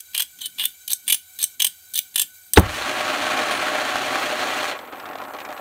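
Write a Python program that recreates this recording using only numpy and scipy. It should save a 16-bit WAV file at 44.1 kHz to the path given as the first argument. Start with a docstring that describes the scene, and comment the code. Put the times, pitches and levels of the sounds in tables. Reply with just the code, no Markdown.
"""In a workshop, a flint striker is squeezed to and fro over its file until a gas torch lights.
Friction and impacts excite the normal modes of the striker's steel cup and spring arms. The gas
ignites with a pop that overloads the input; turbulent combustion then roars, is turned down and
sputters as gas pockets burst. Throughout, the jet hisses and drives standing waves in the nozzle
tube, over a low room hum."""
import sys
import numpy as np
from scipy import signal
from scipy.fft import rfft, irfft, next_fast_len
from scipy.io import wavfile

SR = 44100
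rng = np.random.default_rng(int(sys.argv[2]) if len(sys.argv) > 2 else 0)


def transcribe(signal):
    """Save signal, clipped to [-1, 1], as a 16-bit WAV file at the path in sys.argv[1]."""
    frames = np.atleast_2d(signal).T
    limited = np.clip(frames, -1, 1)
    pcm = np.round(limited * 32767).astype(np.int16)
    wavfile.write(sys.argv[1], SR, pcm)


N = 247306

# flint catching on a tooth of the file: start_s, level_db
FLINT_CATCHES = [(0.0024, -25.5), (0.1331, -37), (0.1447, -25), (0.1478, -16.5), (0.1634, -23),
                 (0.177, -14), (0.196, -14.5), (0.1998, -10.5), (0.2204, -16), (0.3877, -29), (0.414, -26),
                 (0.4575, -16), (0.5834, -30.5), (0.5954, -24), (0.6026, -28), (0.6096, -25), (0.622, -30),
                 (0.6363, -15.5), (0.6523, -20), (0.8778, -17.5), (0.902, -18.5), (0.912, -18),
                 (1.067, -34), (1.0775, -19), (1.083, -15), (1.0986, -7.5), (1.1235, -5), (1.143, -12),
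                 (1.3876, -22.5), (1.404, -26), (1.416, -21), (1.427, -13.5), (1.5952, -16.5),
                 (1.6004, -12.5), (1.6193, -9.5), (1.6442, -5.5), (1.6654, -13), (1.9364, -13.5),
                 (1.955, -15.5), (1.976, -13.5), (2.141, -29.5), (2.1561, -10.5), (2.177, -8.5),
                 (2.195, -10.5), (2.2096, -13.5), (2.218, -9.5), (2.5357, -14.5)]
# strokes of the flint; return strokes bite higher and ring the cup less:
# start_s, end_s, rasp_db, bite_hz, cup_share_db, finger_rumble_db
FLINT_STROKES = [(0.142, 0.244, -34, 3230, 4, -68), (0.403, 0.473, -31.5, 3780, -0.5, -62.5),
                 (0.575, 0.667, -28, 3280, 12, -61), (0.892, 0.934, -27.5, 3900, -10, -68),
                 (1.078, 1.16, -53, 3180, 2.5, -62.5), (1.393, 1.454, -30, 4020, -5, -65),
                 (1.598, 1.684, -42, 3170, 2.5, -62.5), (1.947, 2, -27, 3940, -12, -65),
                 (2.166, 2.234, -33, 3300, 1, -59.5), (2.558, 2.583, -20.5, 4000, -4, -58)]
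def friction():
    """Sliding friction: each catch is a decaying burst of grit, each stroke a sustained rasp."""
    grind_s, cup_fade_db_per_s = 0.0058, 122  # the cup rings less as the flint travels along the file
    cup, arms, rasp, bite = np.zeros((4, N))
    age = np.arange(4000) / SR
    grind = (1 - np.exp(-age / 0.00056)) * np.exp(-(age / grind_s) ** 1.05)
    for s, db in FLINT_CATCHES:
        nearest_stroke = min(FLINT_STROKES, key=lambda row: abs(row[0] + row[1] - 2 * s))
        start, *_, cup_db, _ = nearest_stroke
        i = round(s * SR)
        cup[i:i + len(age)] += amp(db + cup_db - cup_fade_db_per_s * abs(s - start)) * grind
        arms[i:i + len(age)] += amp(db) * grind
    sliding = grains(per_s=12000, spread_db=4.5) * amp(0.79 * drift(89))
    for start, end, rasp_db, bite_hz, *_ in FLINT_STROKES:
        i, j = round(start * SR), round(end * SR)
        rasp[i:j] = amp(rasp_db) * signal.windows.tukey(j - i, .3) * sliding[i:j]
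        bite[i:j] = band(rasp[i:j], bite_hz - 450, bite_hz + 450)
    grit = grains(per_s=8500, spread_db=7.5)
    return cup * grit + amp(-2.5) * rasp, arms * grit + amp(-3.5) * rasp, bite


# impacts of steel on steel: start_s, level_db
STEEL_KNOCKS = [(0.179, -1), (0.199, -5), (0.2278, -6), (0.459, -7.5), (0.655, 3), (0.918, -4),
                (0.9224, 2.5), (0.9326, 8), (1.08, -7), (1.0848, -10), (1.123, 1.5), (1.4165, -7),
                (1.4406, 6), (1.6025, -1), (1.6245, 3), (1.9768, -11), (1.9899, 6.5), (2.162, -0.5),
                (2.2169, 3), (2.229, -12), (2.535, 4.5), (2.5855, -2.5), (2.5964, -0.5)]
# normal modes of the cup and of the spring arms: pitch_hz, bandwidth_hz, gain_db
CUP_MODES = [(1780, 43, -15.5), (2335, 110, -5.5), (2876, 93, -2.5), (3055, 120, 2), (3300, 130, 2),
             (3515, 148, 3.5), (4030, 81, -10.5)]
ARM_MODES = [(6260, 130, -8), (7460, 130, -9), (8450, 90, -2), (9110, 90, -3), (9420, 80, -5),
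             (9850, 60, 0), (11600, 280, -7), (13200, 260, -8), (14800, 200, -6)]
def striker():
    """Modal excitation: friction and impacts ring the cup and arms, and also radiate directly."""
    cup_force, arm_force, bite = friction()
    knocks = clicks_at(*np.transpose(STEEL_KNOCKS))
    crack = knocks + amp(-9.5) * decay(knocks, tau_s=0.0008) * rng.standard_normal(N)
    # a moving contact point drives each mode unevenly
    cup = amp(9.5) * resonate(cup_force + amp(-13) * crack, CUP_MODES, shifting_db=3.5)
    arms = amp(8.5) * resonate(arm_force + amp(-0.5) * crack, ARM_MODES, shifting_db=5)
    low_scrape = amp(-2) * band(cup_force, 1726, 5630) + amp(-13.5) * band(cup_force, 930, 1590)
    high_scrape = amp(-4.5) * band(arm_force, 3800, 16300) + amp(8) * bite
    snap = amp(-1.5) * band(crack, 6200, 16300)
    thud = amp(-35) * band(knocks, 40, 1100)
    return band(cup + arms, 660, 19400) + low_scrape + high_scrape + snap + thud


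IGNITION_S, TURNED_DOWN_S = 2.573, 4.78
# octave bands of the ignition pop: centre_hz, level_db, t60_s
POP_BANDS = [(76, -18, 0.45), (127, -4.5, 0.11), (245, -3.5, 0.1), (410, 3.5, 0.047), (696, 3.5, 0.051),
             (1230, -2.5, 0.029), (1930, 1, 0.021), (3390, -6, 0.021), (7600, -30, .015)]
def pop():
    """Sudden expansion: the gas ignites in noise that dies faster in the treble, over a room boom."""
    boom_hz, boom_db, boom_t60_s = 84.7, 3.5, 0.098
    age = np.maximum(np.arange(N) / SR - IGNITION_S, 0)
    rise = 1 - np.exp(-age / 0.00071)
    out = amp(boom_db - 60 * age / boom_t60_s) * np.sin(2 * np.pi * boom_hz * age)
    for hz, db, t60_s in POP_BANDS:
        noise = unit(band(rng.standard_normal(N), hz / np.sqrt(2), hz * np.sqrt(2)))
        out = out + amp(db - 60 * age / t60_s) * rise * noise
    return out


# course of the flame, with its spectral tilt above 1 kHz: time_s, level_db, tilt_db_per_octave
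FLAME_COURSE = [(2.545, -75, 0), (2.56, -34.5, -2), (2.6, -25.5, -4.5), (2.72, -33.5, 4), (2.85, -27, 2),
                (3.3, -24.5, 1.5), (4, -26, 1.5), (4.3, -25.5, 1.5), (4.7, -27.5, 2), (4.79, -36.5, -4),
                (5.2, -34, -8.5), (5.61, -36.5, -5.5)]
# spectral density of the roar: frequency_hz, relative_db
ROAR_SPECTRUM = [(30, -41), (80, -15), (165, -14), (250, -0.5), (500, -1), (1200, 3), (2400, -4.5),
                 (4400, -7.5), (5500, -15), (9500, -27), (11000, -31.5), (16000, -36)]
# peaks and notches from interference with reflections off the bench: centre_hz, width_hz, gain_db
BENCH_INTERFERENCE = [(612, 36, 7.5), (737, 72, 7), (960, 22, -14), (1230, 67, 1.5), (1224, 25, -6.5),
                      (2100, 140, 0.5), (2408, 40, 7), (3164, 41, 1.5), (3300, 74, -2.5), (3670, 300, -3.5),
                      (4000, 33, -0.5), (4950, 1300, -8), (5790, 130, 2), (5780, 37, -25.5),
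                      (7050, 97, 3.5), (7500, 220, -5.5), (9130, 150, 5), (10400, 290, -2)]
def flame(bursts):
    """Turbulent combustion: octave bands flutter partly together; bursting pockets lift the treble."""
    roar_db, brightness = curves(FLAME_COURSE)
    t = np.arange(N) / SR
    rumble_db = 1.5 + 8 * np.exp(-np.maximum(t - IGNITION_S, 0) / 0.33)  # surges at ignition, settles
    flutter_depth = np.where(t < TURNED_DOWN_S, 0.71, 1.4)
    # small pressure spikes scattered through the roar share its colour
    crackle = amp(-4) * band(grains(per_s=1100, spread_db=4), 900, 19000, order=1)
    size = next_fast_len(N)
    spectrum = rfft(coloured(ROAR_SPECTRUM, rng.standard_normal(N) + crackle), size)
    hz = np.arange(len(spectrum)) * SR / size
    bench_db = sum(db / (1 + (2 * (hz - mid) / width) ** 2) for mid, width, db in BENCH_INTERFERENCE)
    spectrum *= amp(bench_db)
    octave = np.clip(np.log2(np.maximum(hz, 1) / 125), 0, 7)
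    flare = amp(19) * decay(bursts, tau_s=0.0029)
    shared_flutter = 0.17 * drift(11) + 1.9 * drift(85)
    out = 0
    for k in range(8):
        octave_noise = irfft(spectrum * np.maximum(1 - np.abs(octave - k), 0), size)[:N]
        tilt_db = rumble_db if k == 0 else brightness * max(k - 3, 0)
        flutter_db = flutter_depth * (shared_flutter + 0.98 * drift(38))
        flare_share = np.clip((k - 1.5) / 1.8, 0, 1)
        out = out + (amp(tilt_db + flutter_db) + flare * flare_share) * octave_noise
    lit = t > FLAME_COURSE[0][0]
    return lit * amp(roar_db) * out


# the clearest gas pockets bursting in the flame: start_s, level_db
POCKET_BURSTS = [(3.391, -16), (3.5105, -14), (3.957, -10), (4.6298, -12), (4.713, -13), (4.79, -19),
                 (4.932, -26), (4.9576, -27), (4.9988, -19), (5.0563, -22), (5.133, -22), (5.1553, -22),
                 (5.1851, -22), (5.217, -20), (5.238, -21), (5.336, -18), (5.3864, -16), (5.4036, -16),
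                 (5.4502, -16), (5.489, -20), (5.526, -17.5), (5.577, -19)]
def pockets():
    """Impulse train of bursting pockets: small ones join at random gaps once the flame is low."""
    gap_s, small_db, spread_db = 0.03, -28, 4
    gap_chance, size_chance = rng.standard_normal((60, 2)).T
    times = TURNED_DOWN_S + np.cumsum(gap_s * np.exp(0.4 * gap_chance))
    heard = times < N / SR - .001
    small = clicks_at(times[heard], small_db + spread_db * size_chance[heard])
    return clicks_at(*np.transpose(POCKET_BURSTS)) + small


def sputters(bursts):
    """Pressure transients: each pocket radiates a dull click and a short puff."""
    puffs = decay(bursts, tau_s=0.0039) * rng.standard_normal(N)
    return amp(-5.5) * (band(bursts, 600, 5100) + band(puffs, 590, 3230))


# course of the hiss at the nozzle: time_s, level_db, midrange_gain_db
GAS_COURSE = [(0, -50.5, 1.5), (1.2, -51, 1), (2.5, -49, -2), (2.7, -65.5, 15), (4.7, -53.5, 6),
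              (4.9, -50.5, -22), (5.61, -49.5, -11)]
# standing waves of the nozzle tube: pitch_hz, bandwidth_hz, gain_db
NOZZLE_MODES = [(738, 35, -13), (1500, 41, 0), (2310, 48, -4), (2780, 22, -13), (3080, 49, -7),
                (3300, 37, -12), (3920, 62, -3), (4710, 42, -4), (5550, 49, -8), (6340, 160, -4),
                (7120, 90, -1), (7420, 44, -14), (7880, 120, -2), (8680, 110, -3), (9420, 85, -6),
                (9940, 99, -10), (11000, 98, -11), (11900, 210, -6), (12700, 180, -2), (13400, 310, -6),
                (14100, 290, -7), (15300, 68, -8)]
# spectral density of the jet: frequency_hz, relative_db
JET_SPECTRUM = [(180, -41), (300, -10.5), (1250, -14), (1480, 1), (1870, -16), (2280, 2), (2650, -10),
                (3890, -1), (5160, -7), (13800, -0.5), (16000, 0.5)]
def gas():
    """Jet noise: a broadband hiss, part of which excites standing waves in the nozzle tube."""
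    hiss_db, midrange_db = curves(GAS_COURSE)
    equal_modes = [(hz, width, 0) for hz, width, _ in NOZZLE_MODES]
    ringing = resonate(rng.standard_normal(N), equal_modes)
    whistles = unit(resonate(ringing, NOZZLE_MODES))  # filtering twice steepens the peaks
    jet = whistles + amp(-0.5) * coloured(JET_SPECTRUM)
    midrange = band(jet, 1200, 12100, order=1)
    return amp(hiss_db + 1.3 * drift(9.6)) * (jet + (amp(midrange_db) - 1) * midrange)


# a faint metallic rattle: start_s, end_s, level_db, low_hz, high_hz
METAL_RATTLE = (3.502, 3.595, -41, 8700, 10000)
def rattle():
    """Band-limited shot noise: loose clicks heard only in a narrow, bright band."""
    start, end, db, low_hz, high_hz = METAL_RATTLE
    shaking = np.interp(np.arange(N) / SR, [start, start + .004, end - .02, end], [0, 1, .7, 0])
    return amp(db) * unit(band(grains(per_s=900, spread_db=2.5), low_hz, high_hz)) * shaking


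def grip(fade_db_per_s=226):
    """Handling noise: the fingers' rumble on the handle swells into each stroke and dies after it."""
    t = np.arange(N) / SR
    levels_db = [db - fade_db_per_s * np.abs(t - np.clip(t, start, end))
                 for start, end, *_, db in FLINT_STROKES]
    return amp(np.max(levels_db, axis=0)) * unit(band(rng.standard_normal(N), 130, 302))


def reverberation(x, t60_s, level_db):
    """Diffuse reflection: convolution with exponentially decaying noise."""
    age = np.arange(SR // 3) / SR
    tail = rng.standard_normal(len(age)) * amp(-60 * age / t60_s) * (age > .003)
    return amp(level_db) * signal.fftconvolve(x, tail / np.sqrt(np.sum(tail ** 2)))[:N]


# spectral density of the room's hum: frequency_hz, relative_db
HUM_SPECTRUM = [(18, -68), (30, -73), (81, 15), (119, -3), (286, -12), (433, -24), (600, -43), (780, -59),
                (1320, -120)]
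def room_hum():
    """Stationary noise: a faint hum concentrated in the bass."""
    return amp(-72.5) * coloured(HUM_SPECTRUM)


def amp(db):
    """Amplitude ratio of a level in decibels."""
    return 10 ** (np.asarray(db) / 20)


def unit(x):
    """Normalisation to rms 1."""
    return x / np.sqrt(np.mean(x ** 2) + 1e-20)


def curves(rows):
    """Linear interpolation of (time_s, value, ...) rows at every sample."""
    times, *columns = np.transpose(rows)
    return [np.interp(np.arange(N) / SR, times, column) for column in columns]


def band(x, low_hz, high_hz, order=2):
    """Butterworth band-pass filtering."""
    sos = signal.butter(order, [low_hz, min(high_hz, .45 * SR)], "band", fs=SR, output="sos")
    return signal.sosfilt(sos, x)


def coloured(spectrum, x=None):
    """Spectral shaping of white noise, or of the given source; rms 1."""
    hz, db = np.transpose(spectrum)
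    grid_hz = np.maximum(np.arange(N // 2 + 1) * SR / N, 1)
    gain = amp(np.interp(np.log(grid_hz), np.log(hz), db))
    x = rng.standard_normal(N) if x is None else x
    return unit(irfft(rfft(x) * gain, N))


def resonate(x, modes, shifting_db=0):
    """Modal superposition: damped resonators of alternating sign, whose drives may each wander."""
    out = 0
    for k, (hz, width, db) in enumerate(modes):
        r = np.exp(-np.pi * width / SR)
        feedforward = [(1 - r * r) / 2, 0, (r * r - 1) / 2]
        feedback = [1, -2 * r * np.cos(2 * np.pi * hz / SR), r * r]
        drive = x * amp(shifting_db * drift(10.4)) if shifting_db else x
        out = out + (-1) ** k * amp(db) * signal.lfilter(feedforward, feedback, drive + 1e-18)
    return out


def decay(clicks, tau_s):
    """Exponential relaxation after each impulse."""
    return signal.lfilter([1], [1, -np.exp(-1 / (tau_s * SR))], clicks + 1e-18)


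def drift(rate_hz):
    """Random fluctuation: low-passed noise of rms 1."""
    r = np.exp(-2 * np.pi * rate_hz / SR)
    return unit(signal.lfilter([1], [1, -2 * r, r * r], rng.standard_normal(N + SR))[SR:])


def grains(per_s, spread_db):
    """Shot noise: random clicks of very uneven size; rms 1."""
    sizes = amp(spread_db * np.minimum(rng.exponential(1, N), 4)) * rng.choice([-1, 1], N)
    return unit(sizes * (rng.random(N) < per_s / SR))


def clicks_at(times, db):
    """Impulse train with one click per event."""
    out = np.zeros(N)
    out[np.round(np.asarray(times) * SR).astype(int)] = amp(db)
    return out


def scene():
    """Superposition: all sources and the workshop's reflections add at one microphone."""
    bursts = pockets()
    steel = striker()
    fire = flame(bursts) + sputters(bursts)
    background = gas() + room_hum() + grip()
    echoes = reverberation(steel, t60_s=0.19, level_db=-14)
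    echoes += reverberation(fire, t60_s=0.067, level_db=-9)
    return (steel + fire + echoes + background + pop() + rattle())[None]


def record(dry):
    """Hard clipping: the pop overloads the input, then a low-pass removes the highest treble."""
    low_pass = signal.cheby2(22, 70, 16100, fs=SR, output="sos")
    return signal.sosfilt(low_pass, np.clip(dry, -.94, .94))


dry = scene()
out = record(dry)
transcribe(out)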